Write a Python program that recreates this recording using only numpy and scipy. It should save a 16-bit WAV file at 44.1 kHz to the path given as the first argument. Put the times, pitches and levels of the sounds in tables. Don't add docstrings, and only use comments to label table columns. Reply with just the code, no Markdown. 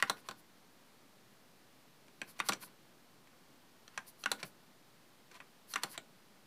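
import sys
import numpy as np
from scipy import signal
from scipy.fft import rfft, irfft, next_fast_len
from scipy.io import wavfile
from scipy.ndimage import uniform_filter1d

SR = 44100
rng = np.random.default_rng(int(sys.argv[2]) if len(sys.argv) > 2 else 0)


def convert_level_to_amplitude(level_db):
    exponent = np.asarray(level_db, float) / 20
    return 10 ** exponent


def persist_wave(psi):
    counts = np.round(np.clip(psi, -1, 1) * 32767).astype(np.int16)
    wavfile.write(sys.argv[1], SR, np.atleast_2d(counts).T)


N = 284886
HIT = 16384


def unit(x):
    return x / np.sqrt(np.mean(x ** 2) + 1e-20)


def along(points, hz):
    f, value = np.transpose(points)
    return np.interp(np.log(hz + 1), np.log(f + 1), value)


def noise(response):
    m = next_fast_len(N)
    spectrum = rfft(rng.standard_normal(m)) * response(np.fft.rfftfreq(m, 1 / SR))
    return unit(irfft(spectrum, m)[:N])


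def resonances(modes, hz, scatter_db=0):
    total = 0
    for k, (centre, width, db) in enumerate(modes):
        strength = (-1) ** k * convert_level_to_amplitude(db + scatter_db * rng.standard_normal())
        damping = 1j * hz * width
        total = total + strength * damping / (centre * centre - hz * hz + damping)
    return total


# f/Hz, level/dB per Hz
RUMBLE = [(12, -19), (20, -8), (32, -48), (55, -22.5), (101, -10), (125, -5), (232, -3), (500, -9.5)]
# f/Hz, level/dB per Hz
HISS = [(500, -1), (700, -2.5), (1130, -4), (2500, -9), (4500, -10), (6830, -15.5), (10700, -17),
        (15500, -17.5)]
# f/Hz, level/dB rms
WHINE = [
    (2799, -101),
    (10266, -93),
]


def background():
    t = np.arange(N) / SR
    lines = sum(np.sqrt(2) * convert_level_to_amplitude(db) * np.sin(2 * np.pi * hz * t) for hz, db in WHINE)
    rumble = convert_level_to_amplitude(-69) * noise(lambda hz: convert_level_to_amplitude(along(RUMBLE, hz)) * (hz < 500))
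    hiss = convert_level_to_amplitude(-66.5) * noise(lambda hz: convert_level_to_amplitude(along(HISS, hz)) * (hz >= 500) * (hz < 15720))
    return rumble + hiss + lines


def swells(rows):
    t = np.arange(N) / SR
    total = np.zeros(N)
    for s, db, rise, fall in rows:
        distance = (t - s) / np.where(t < s, rise, fall)
        total += convert_level_to_amplitude(db - 20 * distance ** 2)
    return total


# f/Hz, width/Hz, level/dB
SKIN = [(6940, 2500, -23), (8800, 890, 14), (10950, 6300, 23), (14000, 1300, -1)]
CAP = [(4400, 650, 6), (6170, 1500, -3.5)]
STEM = [(1022, 125, 0.5), (1580, 1020, -2.5), (2410, 2420, -5.5)]
# t/s of firmest touch, level/dB, rise/s, fall/s
STROKES = [(0.018, -73, 0.0092, 0.007), (0.088, -73, .02, .006), (0.2, -66, 0.063, .022),
           (0.28, -69, .035, 0.007), (0.394, -65, .03, 0.023), (2.297, -57.5, 0.03, 0.036),
           (2.388, -65, 0.011, .006), (2.472, -52.5, 0.03, 0.023), (2.634, -52.5, 0.036, 0.048),
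           (3.96, -77, .04, .02), (4.085, -54.5, 0.023, 0.029), (4.21, -61.5, 0.033, .04),
           (4.308, -67, .015, .006), (4.405, -68, .025, .03), (4.455, -58.5, 0.014, 0.057),
           (5.355, -78, .06, .04), (5.715, -53, 0.039, 0.045), (5.775, -67, .005, 0.026),
           (5.829, -62, 0.01, 0.0066), (5.923, -53.5, 0.039, 0.037)]
# t/s of fastest travel,
# level/dB, rise/s, fall/s
TRAVELS = [(0.0, -44, .005, 0.012), (0.018, -54.5, 0.0072, .005), (0.075, -50.5, .005, 0.032),
           (0.17, -59.5, 0.0062, 0.041), (0.275, -64.5, 0.058, 0.0061), (2.285, -62.5, 0.019, 0.042),
           (2.367, -62, .008, 0.028), (2.478, -53.5, 0.044, .008), (2.638, -53.5, 0.033, 0.0079),
           (2.68, -69, 0.024, .08), (3.948, -66, .045, .04), (4.075, -67, 0.04, 0.041),
           (4.234, -59, .006, 0.0054), (4.295, -60, .008, .04), (4.403, -54, 0.027, 0.026),
           (4.446, -56, .005, 0.0061), (5.335, -67, 0.034, .03), (5.36, -57, .025, 0.028),
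           (5.732, -62.5, 0.046, .005), (5.775, -52.5, 0.0042, 0.036), (5.828, -54, 0.017, 0.012),
           (5.885, -63, .015, .04), (5.95, -54, 0.032, 0.031)]


def slides():
    skin_noise, cap_noise, stem_noise = [
        noise(lambda hz: resonances(modes, hz) ** 1.29) for modes in (SKIN, CAP, STEM)]
    grain = unit(convert_level_to_amplitude(1.5 * unit(uniform_filter1d(rng.standard_normal(N), size=40))))
    skin, stem = swells(STROKES), swells(TRAVELS)
    cap = convert_level_to_amplitude(-9) * skin + convert_level_to_amplitude(-15.5) * stem
    return grain * (skin * skin_noise + cap * cap_noise + stem * stem_noise)


# f/Hz, t60/s
ROOM = [(200, 0.61), (1000, 0.19), (3000, 0.15), (8000, 0.12), (15000, 0.19)]


def room_tail():
    hz, t, z = signal.stft(rng.standard_normal(HIT // 2), SR, nperseg=256)
    decay = convert_level_to_amplitude(-60 * t / along(ROOM, hz)[:, None])
    tail = signal.istft(z * decay, SR, nperseg=256)[1]
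    return np.pad(tail / np.linalg.norm(tail), (150, 0))


def struck(modes, chatter, loose, soft_hz):
    t, hz = np.arange(HIT // 8) / SR, np.fft.rfftfreq(HIT, 1 / SR)
    envelope = (1 - np.exp(-t / 0.00046)) * np.exp(-t / chatter)
    force = loose * envelope * rng.standard_normal(len(t))
    force[0] = 1
    softness = (1 + 1j * hz / soft_hz) ** 2
    z = rfft(force, HIT) * resonances(modes, hz, scatter_db=2.0) / softness
    return z / np.abs(irfft(z)).max()


# f/Hz, width/Hz, level/dB
RATTLE = [(1210, 520, 2.5), (1760, 360, 3), (2500, 910, -3.5)]
PLATE = [(217.7, 5.5, -3.5), (289.3, 15, -7.5), (789, 19.7, 0.5), (1409, 27, 2.5), (1471, 6.8, 0.5),
         (1430, 12, -4.5), (2176, 19, -5), (3590, 23, -6)]
DESK = [(139, 39, -3.5), (200.3, 14, 0), (285.4, 61, 0.5), (386, 117, -2.5), (633, 208, -0.5)]
CLACK = [(3460, 840, 2), (4370, 530, 4.5), (5870, 380, 6.5)]
CRACK = [(7090, 830, 2), (9300, 3500, -1), (11950, 420, -9), (13800, 2600, -11)]


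def contacts(events, ring, thud_db, clack_db, crack_db, rattle_db, edge_hz, plate_db, wet_db):
    out = np.zeros(N + HIT)
    for s, db, bright_db, chatter in events:
        case = convert_level_to_amplitude(-4) * struck(ring, chatter, 0.03, soft_hz=9000)
        rattle = convert_level_to_amplitude(rattle_db) * struck(RATTLE, 1.3 * chatter, 1.0, soft_hz=4900)
        plate = convert_level_to_amplitude(plate_db) * struck(PLATE, chatter, 0, soft_hz=5850)
        desk = convert_level_to_amplitude(thud_db) * struck(DESK, chatter, 0.12, soft_hz=1200)
        clack = convert_level_to_amplitude(clack_db + bright_db) * struck(CLACK, 0.48 * chatter, 0.41, soft_hz=9200)
        crack = convert_level_to_amplitude(crack_db + bright_db) * struck(CRACK, 0.47 * chatter, 0.95, soft_hz=edge_hz)
        direct = case + rattle + desk + clack + crack
        spread = np.sqrt(np.abs(uniform_filter1d(np.abs(direct) ** 2, size=120)))
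        room = convert_level_to_amplitude(wet_db) * spread * rfft(room_tail(), HIT)
        start = round(s * SR)
        out[start:start + HIT] += convert_level_to_amplitude(db) * irfft(direct + plate + room, HIT)
    return out[:N]


# t/s, level/dB peak, brightness/dB, chatter/s
TICK = [(0.1714, -55, 5, 0.0014), (2.0821, -49, -5, 0.0034), (2.3344, -61, -6, 0.0025),
        (2.365, -65, 4, 0.003), (2.3907, -34.5, -3, 0.018), (2.5216, -23, -5, 0.0066),
        (2.5324, -27.5, 2, 0.0072), (4.402, -45, 0.5, 0.0026), (4.429, -27, -2, 0.0091),
        (5.3137, -43, -7, 0.013), (5.3437, -51, 2, 0.002), (5.3536, -46, -3, 0.002),
        (5.3596, -47.5, -4, 0.0076), (5.9444, -49, 4, 0.0025), (5.977, -27, -1, 0.0055)]
# f/Hz, width/Hz, level/dB
TICK_RING = [(620, 110, -21), (684, 190, 2), (1160, 130, -4), (1590, 120, 3.5), (2333, 82, 8),
             (2870, 470, -1), (4700, 120, -5)]


def ticks():
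    return contacts(TICK, TICK_RING, thud_db=-15, clack_db=-3.5, crack_db=-7.5, rattle_db=-11.5,
                    edge_hz=4400, plate_db=-20.5, wet_db=-11.5)


# t/s, level/dB peak, brightness/dB, chatter/s
TOUCH = [
    (3.879, -36.5, -4, 0.004),
    (4.238, -26, 0.5, 0.0059),
    (5.7373, -24, 4.5, 0.0078),
]
# f/Hz, width/Hz, level/dB
TOUCH_RING = [(1290, 130, -1.5), (1800, 73, -18), (2620, 140, -3), (3270, 78, -1), (3830, 65, -13),
              (4160, 210, 0), (5400, 130, -21), (6000, 280, -4)]


def touches():
    return contacts(TOUCH, TOUCH_RING, thud_db=-27, clack_db=-13.0, crack_db=-16, rattle_db=-15.5,
                    edge_hz=13500, plate_db=-25.5, wet_db=-16)


# t/s, level/dB peak, brightness/dB, chatter/s
FAR_RETURN = [
    (0.287, -25.5, 2.3, 0.0054),
    (0.311, -31, -2, 0.0048),
    (2.634, -40.5, 0, 0.0038),
    (2.679, -49.5, -2, 0.0033),
]
# f/Hz, width/Hz, level/dB
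FAR_RETURN_RING = [(1040, 68, 5), (1510, 44, -1), (1590, 41, -5), (1930, 110, -11.5), (2230, 98, -16),
                   (2510, 100, -10), (3460, 470, -15), (4050, 160, -8.5), (4420, 270, -6.5)]


def far_returns():
    return contacts(FAR_RETURN, FAR_RETURN_RING, thud_db=-17, clack_db=-13, crack_db=-13.5, rattle_db=-11,
                    edge_hz=57000, plate_db=-20.5, wet_db=-11.0)


# t/s, level/dB peak, brightness/dB, chatter/s
FAR_KEY = [
    (0.113, -46, 2, 0.0093),
    (2.216, -25, 1.5, 0.0042),
    (3.272, -51, 2, 0.003),
    (3.976, -24, 3, 0.0058),
    (5.402, -37, -9, 0.013),
]
# f/Hz, width/Hz, level/dB
FAR_RING = [(563, 95, -24.5), (1045, 38, 1.5), (1610, 63, 2), (1926, 54, 1), (2236, 60, 2),
            (2520, 88, -0.5), (3120, 200, -7.5), (4420, 220, -15)]


def far_keys():
    return contacts(FAR_KEY, FAR_RING, thud_db=-19.0, clack_db=-14.5, crack_db=-15.5, rattle_db=-12,
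                    edge_hz=1500, plate_db=-25.0, wet_db=-11.0)


# t/s, level/dB peak, brightness/dB, chatter/s
SIDE_RETURN = [
    (5.834, -25.5, 2.5, 0.0063),
    (5.838, -25.5, -17, 0.0037),
]
# f/Hz, width/Hz, level/dB
SIDE_RING = [(810, 45, 1), (1110, 91, 5), (1920, 76, 2), (2560, 70, -6), (2900, 80, -4), (3250, 67, -9),
             (4050, 87, -14), (4400, 86, -13)]


def side_returns():
    return contacts(SIDE_RETURN, SIDE_RING, thud_db=-13.5, clack_db=-1.5, crack_db=-4.0, rattle_db=-9,
                    edge_hz=23000, plate_db=-20, wet_db=-11)


# t/s, level/dB peak, brightness/dB, chatter/s
RETURN = [
    (0.097, -18, -2, 0.0067),
    (2.487, -25.5, 7, 0.0076),
    (2.492, -18, -7, 0.0049),
    (2.497, -36, -9, 0.0016),
    (4.316, -18, -2, 0.0059),
]
# f/Hz, width/Hz, level/dB
RETURN_RING = [(840, 98, 6.5), (975, 41, 15), (1113, 37, 21.5), (1453, 40, 20), (1770, 200, 6),
               (1930, 88, 11), (2130, 770, -22), (3360, 82, -4), (3990, 170, 17.5), (4550, 360, 5)]


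def returns():
    return contacts(RETURN, RETURN_RING, thud_db=-16.5, clack_db=-3.0, crack_db=-4, rattle_db=-9,
                    edge_hz=25000, plate_db=-14, wet_db=-11.5)


# t/s, level/dB peak, brightness/dB, chatter/s
DEEP = [
    (4.259, -17.5, -0.84, 0.0027),
    (5.758, -18, -0.33, 0.0059),
]
# f/Hz, width/Hz, level/dB
DEEP_RING = [(1126, 57, 4.5), (1447, 33, 5), (1545, 130, -0.5), (1930, 120, 0), (2170, 47, -5),
             (2820, 100, 0), (3600, 61, -19), (4130, 200, -26), (5700, 300, -14.5)]


def deep_presses():
    return contacts(DEEP, DEEP_RING, thud_db=-28.5, clack_db=-15, crack_db=-15.0, rattle_db=-10.0,
                    edge_hz=5600, plate_db=-18.0, wet_db=-11.5)


# t/s, level/dB peak, brightness/dB, chatter/s
BOTTOM = [
    (0.025, -10, 2.5, 0.0022),
    (0.035, -23, -11, 0.0022),
    (2.401, -14.5, -0.5, 0.0042),
]
# f/Hz, width/Hz, level/dB
BOTTOM_RING = [(864, 160, -24), (1135, 58, 7), (1400, 57, 8), (1930, 150, 5.5), (2506, 52, -1.5),
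               (2810, 67, 1.5), (3645, 140, -4), (4540, 88, -8.5)]


def bottom_outs():
    return contacts(BOTTOM, BOTTOM_RING, thud_db=-26.5, clack_db=-20.5, crack_db=-18.5, rattle_db=-13.0,
                    edge_hz=48000, plate_db=-23.0, wet_db=-12.5)


def scene():
    keys = bottom_outs() + deep_presses() + returns() + side_returns()
    keys += far_keys() + far_returns() + touches() + ticks()
    keys = signal.sosfilt(signal.butter(5, 125, "high", fs=SR, output="sos"), keys)
    return (keys + slides() + background())[None]


def top_cut(x):
    return signal.sosfilt(signal.butter(12, 16510, fs=SR, output="sos"), x)


def record(dry):
    limited = signal.sosfilt(signal.cheby2(9, 36, 15900, fs=SR, output="sos"), dry)
    mix = limited - 0.0004
    return top_cut(mix)


dry = scene()
out = record(dry)
persist_wave(out)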